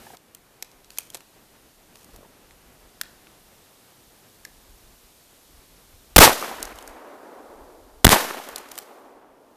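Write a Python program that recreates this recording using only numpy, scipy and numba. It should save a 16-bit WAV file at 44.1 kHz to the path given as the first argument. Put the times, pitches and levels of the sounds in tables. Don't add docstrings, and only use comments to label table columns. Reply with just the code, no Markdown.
import sys
import numpy as np
from scipy import signal
from scipy.fft import rfft, irfft
from scipy.io import wavfile
from scipy.ndimage import uniform_filter1d
from numba import njit

SR = 44100
rng = np.random.default_rng(int(sys.argv[2]) if len(sys.argv) > 2 else 0)


def store_wav(level_fs):
    pcm = np.round(np.clip(np.atleast_2d(level_fs), -1, 1) * 32767)
    wavfile.write(sys.argv[1], SR, pcm.T.astype(np.int16))


N = 421596

# time in seconds, murmur level in dB before its flutter, hiss level in dB.
BED_LEVELS = [(0, -47.5, -50), (.152, -54.5, -49.5), (.157, -58.5, -60), (1.3, -57.5, -56.5),
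              (2.33, -56.5, -56.5), (3.4, -56.5, -55), (5, -58.5, -54), (6.1, -57.5, -54),
              (6.9, -66.5, -59), (8.0, -62, -58.5), (8.9, -68, -57), (9.25, -65.5, -68.5),
              (9.56, -65, -63.5)]
# frequency in Hz, relative level in dB per Hz.
MURMUR_COLOUR = [(47, -32), (80, 1), (269, -1.5), (313, -2), (669, -5.5), (721, -5.5), (1100, -9),
                 (3000, -15.5), (3900, -32.5), (6600, -120)]
# frequency in Hz, relative level in dB per Hz.
HISS_COLOUR = [(700, -24), (1200, -9), (2000, -8), (3500, 1.5), (6000, -0.5), (9000, -1), (12000, -0.5),
               (14000, -0.5), (16000, 2.5)]
# frequency in Hz, relative level in dB per Hz.
WIND_SPECTRUM = [(10, -31), (20, 6), (30, 6), (50, -1.5), (90, -15), (150, -35), (300, -54)]
# peak time in seconds, level in dB before the wind boost,
# length in seconds (twice the fade time constant).
WIND_GUSTS = [(0, -60, .04), (2.15, -45, .08), (2.54, -57, .08), (2.71, -58, 0.046), (2.84, -54, .12),
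              (3.41, -58, .1), (3.6, -62, 0.074), (4.41, -66, .1), (4.57, -52, .1), (4.71, -50, .1),
              (4.84, -55, .12), (5.05, -55, 0.086), (5.56, -44, 0.062), (5.74, -56, .1), (5.95, -43.5, .07),
              (6.13, -48.5, .1), (6.31, -40, .04), (6.63, -43.5, .1), (6.766, -44, 0.064),
              (6.9, -42, 0.059), (7.626, -45.5, 0.12), (7.836, -52, 0.056), (7.97, -53.5, .14),
              (8.2, -58, .1), (8.544, -54, 0.049)]
# start in seconds, peak in dB, pitch in Hz.
SOFT_KNOCKS = [(0.067, -37, 830), (0.102, -37, 810), (0.135, -37.5, 790), (0.145, -43, 1080),
               (2.059, -49, 336), (2.089, -43, 371), (2.138, -43, 480), (2.152, -46, 760),
               (2.185, -41, 280), (2.207, -43, 600), (2.229, -40.5, 534), (2.247, -44, 830),
               (2.259, -44.5, 300), (2.288, -46.5, 260)]
# start in seconds, length in seconds, level in dB.
SCRAPES = [(.905, 0.098, -50), (.99, 0.086, -50), (1.127, 0.053, -48), (1.938, .105, -53),
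           (2.065, .11, -57), (6.74, 0.18, -58), (8.56, 0.06, -49), (8.702, 0.14, -49.5)]
# frequency in Hz, relative level in dB per Hz.
SCRAPE_COLOUR = [(500, -0.5), (2000, -6.5), (5000, -2), (14000, -4)]
# start in seconds, body peak in dB, thud in dB against the body,
# clack centre in Hz, clack half width in octaves, clack in dB and treble in dB against the body.
STRIKES = [(0.1687, -40, -16, 3000, .4, -5, -2), (0.3476, -44, -21, 3300, .4, 3, 16),
           (0.624, -24, -11, 2180, 0.31, -7, 4), (0.7143, -47, -11, 2000, .6, -10, 4),
           (0.8445, -40.5, -17, 2000, .6, -18, -13), (0.9035, -35.5, -23, 2000, 0.78, -5.5, 2),
           (0.9734, -34, -21, 2000, .7, -6, 2), (0.9841, -23, -15, 2300, 1.2, 5, 15),
           (1.1009, -41, -13, 3350, 0.13, 1.5, 9), (1.145, -32, -1, 3000, 0.51, 1.5, 9),
           (1.1504, -30, -3.5, 2500, .6, -6, 3), (1.1565, -42, -1, 2500, .6, -8, 0),
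           (1.205, -40.5, -10, 1900, .5, -3, -6), (1.955, -42.5, -4, 3000, .4, -2, -5),
           (2.0434, -45.5, -10, 2000, .6, -11, 11), (2.1604, -46, 2, 3000, .5, -3, 10),
           (2.5078, -47.5, -9, 2500, 0.66, 5.5, -10), (3.0120, -19, -21.5, 1820, 1.07, 2, 5.5),
           (3.0544, -52, -7, 3000, 0.45, 6, -6), (3.269, -51.5, -15, 2100, 0.44, 12, -9),
           (4.4496, -30, -33, 1820, 0.15, -1.5, 2), (6.6029, -38, -15, 2980, .5, -8, -5),
           (6.6267, -20, -23, 2996, 0.31, -9.5, 4.5), (6.652, -29.5, -14, 2000, .6, -19, 4),
           (6.7565, -47, 1, 1800, .6, -10, 12), (6.786, -41, 4, 3360, .2, 6, 10),
           (6.824, -43, 0, 2000, .6, -2, 10), (6.8755, -36, -4, 1800, 0.27, -2, 9),
           (8.487, -32.5, 6.5, 3000, .4, -7, 7), (8.559, -22, -15, 3020, .4, -8, 6.5),
           (8.5809, -36, -12, 3000, .4, -1, 13), (8.6867, -45, -9, 2500, .6, -2, 7),
           (8.7157, -35.5, -8, 2520, .5, -1, 10), (8.74, -48, 5, 3000, .4, -7, 5),
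           (8.754, -45, -21, 2500, 0.66, 7, 12), (8.7772, -33.5, -5, 2200, 0.85, 5, 14.5),
           (8.7856, -30, -13, 2800, 0.62, 1, 10.5)]
# low edge in Hz, high edge in Hz.
STRIKE_BANDS = [(350, 1000), (3500, 7000), (7000, 16000)]
# nominal pitch in Hz, nominal level in dB within the ring,
# time to fade by 60 dB in seconds.
STEEL_MODES = [(1850, 4, .035), (3500, 0, .012), (4500, 0, .012), (7800, 0, .015), (9500, 0, .015),
               (11700, 0, .02)]
# frequency in Hz, relative level in dB per Hz.
DULL_COLOUR = [(60, -30), (130, -18), (250, -2.5), (500, -1), (1000, -1.5), (1800, -6.5), (3000, -13.5),
               (6000, -29.5)]
# frequency in Hz, relative level in dB per Hz.
BRIGHT_COLOUR = [(500, -9.5), (1500, -1), (3000, 0.5), (6000, -1), (9000, -4.5), (12000, -3), (16000, -3.5)]
# frequency in Hz, relative level in dB per Hz.
SWELL_COLOUR = [(60, -37), (150, -25.0), (250, 1.5), (500, 4.0), (1000, 3), (3000, -9), (8000, -11.5)]
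# start in seconds, peak in dB, ring pitch in Hz.
ECHO_SLAPS = [(6.231, 5, 950), (6.243, 5, 1150), (6.2565, 1, 1000), (6.2765, 2, 1050), (6.294, -6, 880),
              (6.4258, -14, 1230), (6.514, -23, 750), (8.0676, 8, 1900), (8.1025, 0, 1900),
              (8.1135, 1, 1100), (8.1292, 7, 1050), (8.1608, -9, 820), (8.3093, -17, 1500),
              (8.371, -25, 700), (8.399, -25, 780)]
# start in seconds, length in seconds, turbulence in dB,
# push above rest in amplifier input units.
PRESSURE_FRONTS = [(6.1612, .0090, 19, -2.5), (6.1808, .0105, 25.5, 6), (6.2030, .0030, 13, -2.5),
                   (6.2072, .0015, 20.5, 0.5), (8.0460, .0075, 18.5, 1.5), (8.0674, .0017, 9, 6),
                   (8.0788, .0004, 1, 1.5), (8.0912, .0016, 10.5, 1)]
# frequency in Hz, relative level in dB per Hz.
GAS_COLOUR = [(100, -8), (500, -1), (1200, -4.5), (3000, -10), (8000, -18.0), (16000, -13.0)]
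# start in seconds, suction depth in amplifier input units before its decay,
# suction decay in seconds, roar hold in seconds, near roar in dB, its fall in dB per second,
# deep-woods tail in dB, far echo's peak delay in seconds, far echo in dB before its flutter.
GUN_SHOTS = [(6.1619, 8.6, 0.058, 0.075, -3.5, -600, -27.5, 1.035, -43.5),
             (8.045, 7.53, 0.099, 0.073, -10.5, -700, -29, 0.85, -49)]

BREEZE_DB, WIND_BOOST_DB = -6, 6.5
KNOCK_T60_S = .055
SCRAPE_FADE_S = .015
GRAINS_PER_S, GRAIN_S, GRAIN_SPREAD_DB = 200, .001, 3.0
RATTLE_S, RING_DB = .00068, -48.5
LOOSE_DB, LOOSE_FADE_S = -21, .006
WALL_S, WALL_DB = .0214, -22.5
TREES_DB, TREES_T60_S = -43.5, .49
ROAR_ARRIVES_S, EARLY_DB = .045, -4
NEAR_DULL_SHARE = 1
DULL_TAIL_DB_S, BRIGHT_TAIL_DB_S = -34, -45
MIDDLE_DB, MIDDLE_FALL_DB_S = 9.5, -170
BRIGHT_DB, BRIGHT_TAIL_DB, BRIGHT_TAIL_ENDS_S = 1.5, -2, .82
FAR_RISE_S, FAR_FALL_S = .3, .67
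FAR_EDGE_HZ, FAR_DULLS_OCT_S = 1200, 1
SLAP_CYCLES, SLAP_CRACK_S = 12., .0009
SUCTION_RISE_S = .008
RAIL, LEAK = 3.57, .05
COUPLING_HZ, RUMBLE_CUT_HZ, TOP_HZ = 121, 6, 14350
CONVERTER_LIMIT = .86


def undb(db):
    return 10 ** (np.asarray(db) / 20)


def noise(colour):
    hz, db = np.transpose(colour)
    bins = np.arange(1, N // 2 + 2) * SR / N
    shape = undb(np.interp(np.log(bins), np.log(hz), db))
    x = irfft(rfft(rng.standard_normal(N)) * shape, N)
    return x / np.std(x)


def gains(table):
    s, *columns = np.transpose(table)
    return [undb(np.interp(np.arange(N) / SR, s, c)) for c in columns]


def walk(rate):
    k = int(SR / rate)
    steps = np.repeat(rng.standard_normal(N // k + 1), k)
    return 1.4 * uniform_filter1d(uniform_filter1d(steps, k), k)[:N]


def add(out, s, x):
    i = int(s * SR)
    out[i:i + len(x)] += x[:N - i]


def ring(x, hz, t60):
    pole = np.exp(2j * np.pi * hz / SR - np.log(1000) / (max(t60, .002) * SR))
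    return signal.lfilter([1], [1, -pole], x).imag


@njit
def lowpass(x, hz):
    y, a, b = np.empty(len(x)), 0., 0.
    for i in range(len(x)):
        g = 1 - np.exp(-2 * np.pi * hz[i] / SR)
        a += g * (x[i] - a)
        b += g * (a - b)
        y[i] = b
    return y


def background():
    murmur, hiss = gains(BED_LEVELS)
    t = np.arange(N) / SR
    gusts = sum(undb(db) * np.exp(-np.abs(t - s) / (length / 2)) for s, db, length in WIND_GUSTS)
    breeze = murmur * undb(BREEZE_DB + 3.0 * walk(8))
    wind = (gusts + breeze) * undb(WIND_BOOST_DB + 2 * walk(33)) * noise(WIND_SPECTRUM)
    return murmur * undb(walk(26)) * noise(MURMUR_COLOUR) + hiss * noise(HISS_COLOUR) + wind


def knocks():
    out, t = np.zeros(N), np.arange(5000) / SR
    for s, db, hz in SOFT_KNOCKS:
        blow = rng.standard_normal(len(t)) * undb(-60 * t / KNOCK_T60_S)
        x = ring(blow, hz, 0.014) + undb(-7) * ring(blow, 2.05 * hz, 0.012)
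        add(out, s, undb(db) * x / np.abs(x).max())
    return out


def scraping():
    t = np.arange(N) / SR
    rubbing = np.zeros(N)
    for s, length, db in SCRAPES:
        fade = np.clip(np.minimum(t - s, s + length - t) / SCRAPE_FADE_S + .5, 0, 1) ** 2
        rubbing += undb(db) * fade
    when, size = rng.random((2, N))
    slips = (when < GRAINS_PER_S / SR) * undb(-GRAIN_SPREAD_DB * np.log(1 - size))
    grains = 0.51 + signal.lfilter([1], [1, -np.exp(-1 / (GRAIN_S * SR))], slips)
    return rubbing * grains / np.sqrt(np.mean(grains ** 2)) * noise(SCRAPE_COLOUR)


def surroundings():
    t = np.arange(SR // 4) / SR
    scatter = signal.lfilter(*signal.butter(1, 3500, fs=SR), rng.standard_normal(len(t)))
    reply = undb(TREES_DB) * scatter * undb(-60 * t / TREES_T60_S) * (t > WALL_S)
    reply[int(WALL_S * SR)] = undb(WALL_DB)
    reply[0] = 1
    return reply


def action():
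    out, t = np.zeros(N), np.arange(4000) / SR
    thud, body, treble = STRIKE_BANDS
    loose = undb(LOOSE_DB) * np.minimum(t / (2 * RATTLE_S), 1) * np.exp(-t / LOOSE_FADE_S)
    rattle = (t / RATTLE_S) ** 2 * np.exp(-t / RATTLE_S)
    for s, db, thud_db, clack_hz, clack_oct, clack_db, treble_db in STRIKES:
        hit = rng.standard_normal(len(t)) * (rattle + loose)
        hit[int(3 * RATTLE_S * SR)] += 2.4
        steel = np.zeros(len(t))
        for hz, mode_db, t60 in STEEL_MODES:
            level_spread, pitch_spread = rng.standard_normal(2)
            steel += undb(mode_db + 2 * level_spread) * ring(hit, hz * (1 + 0.05 * pitch_spread), t60)
        hit += undb(RING_DB) * steel
        clack = clack_hz * 2 ** (max(clack_oct, .05) * np.array([-1, 1]))
        for edges, band_db in zip((thud, clack, body, treble), (thud_db, clack_db, 0, treble_db)):
            hit = -hit
            part = signal.sosfilt(signal.butter(2, edges, "band", fs=SR, output="sos"), hit)
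            add(out, s, undb(db + band_db) * part / np.abs(part).max())
    return signal.fftconvolve(out, surroundings())[:N]


def far_swell():
    level, edge_hz = np.zeros(N), np.full(N, 1. * FAR_EDGE_HZ)
    t = np.arange(2 * SR) / SR
    for s, *_, far_s, far_db in GUN_SHOTS:
        width = np.where(t < far_s, FAR_RISE_S, FAR_FALL_S)
        add(level, s, undb(far_db - 5.1 * ((t - far_s) / width) ** 2))
        i = int(s * SR)
        edge_hz[i:i + len(t)] = (FAR_EDGE_HZ * 2 ** (-FAR_DULLS_OCT_S * (t - far_s)))[:N - i]
    swell = lowpass(noise(SWELL_COLOUR), edge_hz)
    return level * undb(walk(60)) * swell / np.std(swell)


def roar():
    dull, bright = np.zeros(N), np.zeros(N)
    t = np.arange(2 * SR) / SR
    for s, _, _, hold, near_db, fall_db, tail_db, *_ in GUN_SHOTS:
        late = np.maximum(t - hold, 0)
        near_db = near_db + EARLY_DB * (t < ROAR_ARRIVES_S)
        middle = undb(tail_db + MIDDLE_DB + MIDDLE_FALL_DB_S * late)
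        dull_near = undb(near_db + NEAR_DULL_SHARE * fall_db * late)
        dull_tail = undb(tail_db + DULL_TAIL_DB_S * late)
        add(dull, s, middle + dull_near + dull_tail)
        gone_db = -100 * np.maximum(t - BRIGHT_TAIL_ENDS_S, 0)
        bright_near = undb(near_db + BRIGHT_DB + fall_db * late)
        bright_tail = undb(tail_db + BRIGHT_TAIL_DB + BRIGHT_TAIL_DB_S * late + gone_db)
        add(bright, s, middle + bright_near + bright_tail)
    dull_roar = undb(2 * walk(150)) * dull * noise(DULL_COLOUR)
    return dull_roar + undb(1.5 * walk(200)) * bright * noise(BRIGHT_COLOUR)


def slaps():
    out, t = np.zeros(N), np.arange(800) / SR
    for s, db, hz in ECHO_SLAPS:
        crack = rng.standard_normal(len(t)) * np.exp(-t / SLAP_CRACK_S)
        crack[0] = 4.0
        slap = ring(crack, hz, SLAP_CYCLES / hz) + crack
        add(out, s, undb(db) * slap / np.abs(slap).max())
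    return out


def blasts():
    out, gas = np.zeros(N), noise(GAS_COLOUR)
    for s, length, db, push in PRESSURE_FRONTS:
        i, n = int(s * SR), max(int(length * SR), 4)
        edge = np.minimum(1, 4.1 * np.sin(np.pi * np.arange(n) / n))
        add(out, s, edge * (push + undb(db) * gas[i:i + n]))
    t = np.arange(SR) / SR
    for s, depth, decay, *_ in GUN_SHOTS:
        add(out, s, -depth * np.minimum(t / SUCTION_RISE_S, 1) ** 2 * np.exp(-t / decay))
    return out


def scene():
    shots = blasts() + roar() + far_swell() + slaps()
    handling = action() + scraping() + knocks()
    return (shots + handling + background())[None]


def record(dry):
    held = np.clip(dry, -RAIL, RAIL)
    stage = held + LEAK * (dry - held)
    for hz in (COUPLING_HZ, RUMBLE_CUT_HZ):
        stage = signal.lfilter(*signal.butter(1, hz, "high", fs=SR), stage)
    drive = np.abs(stage) / CONVERTER_LIMIT
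    clipped = CONVERTER_LIMIT * np.tanh(drive ** 3) ** (1 / 3) * np.sign(stage)
    top_cut = signal.ellip(12, .2, 80, TOP_HZ, fs=SR, output="sos")
    return np.clip(signal.sosfilt(top_cut, clipped), -1, 1)


dry = scene()
out = record(dry)
store_wav(out)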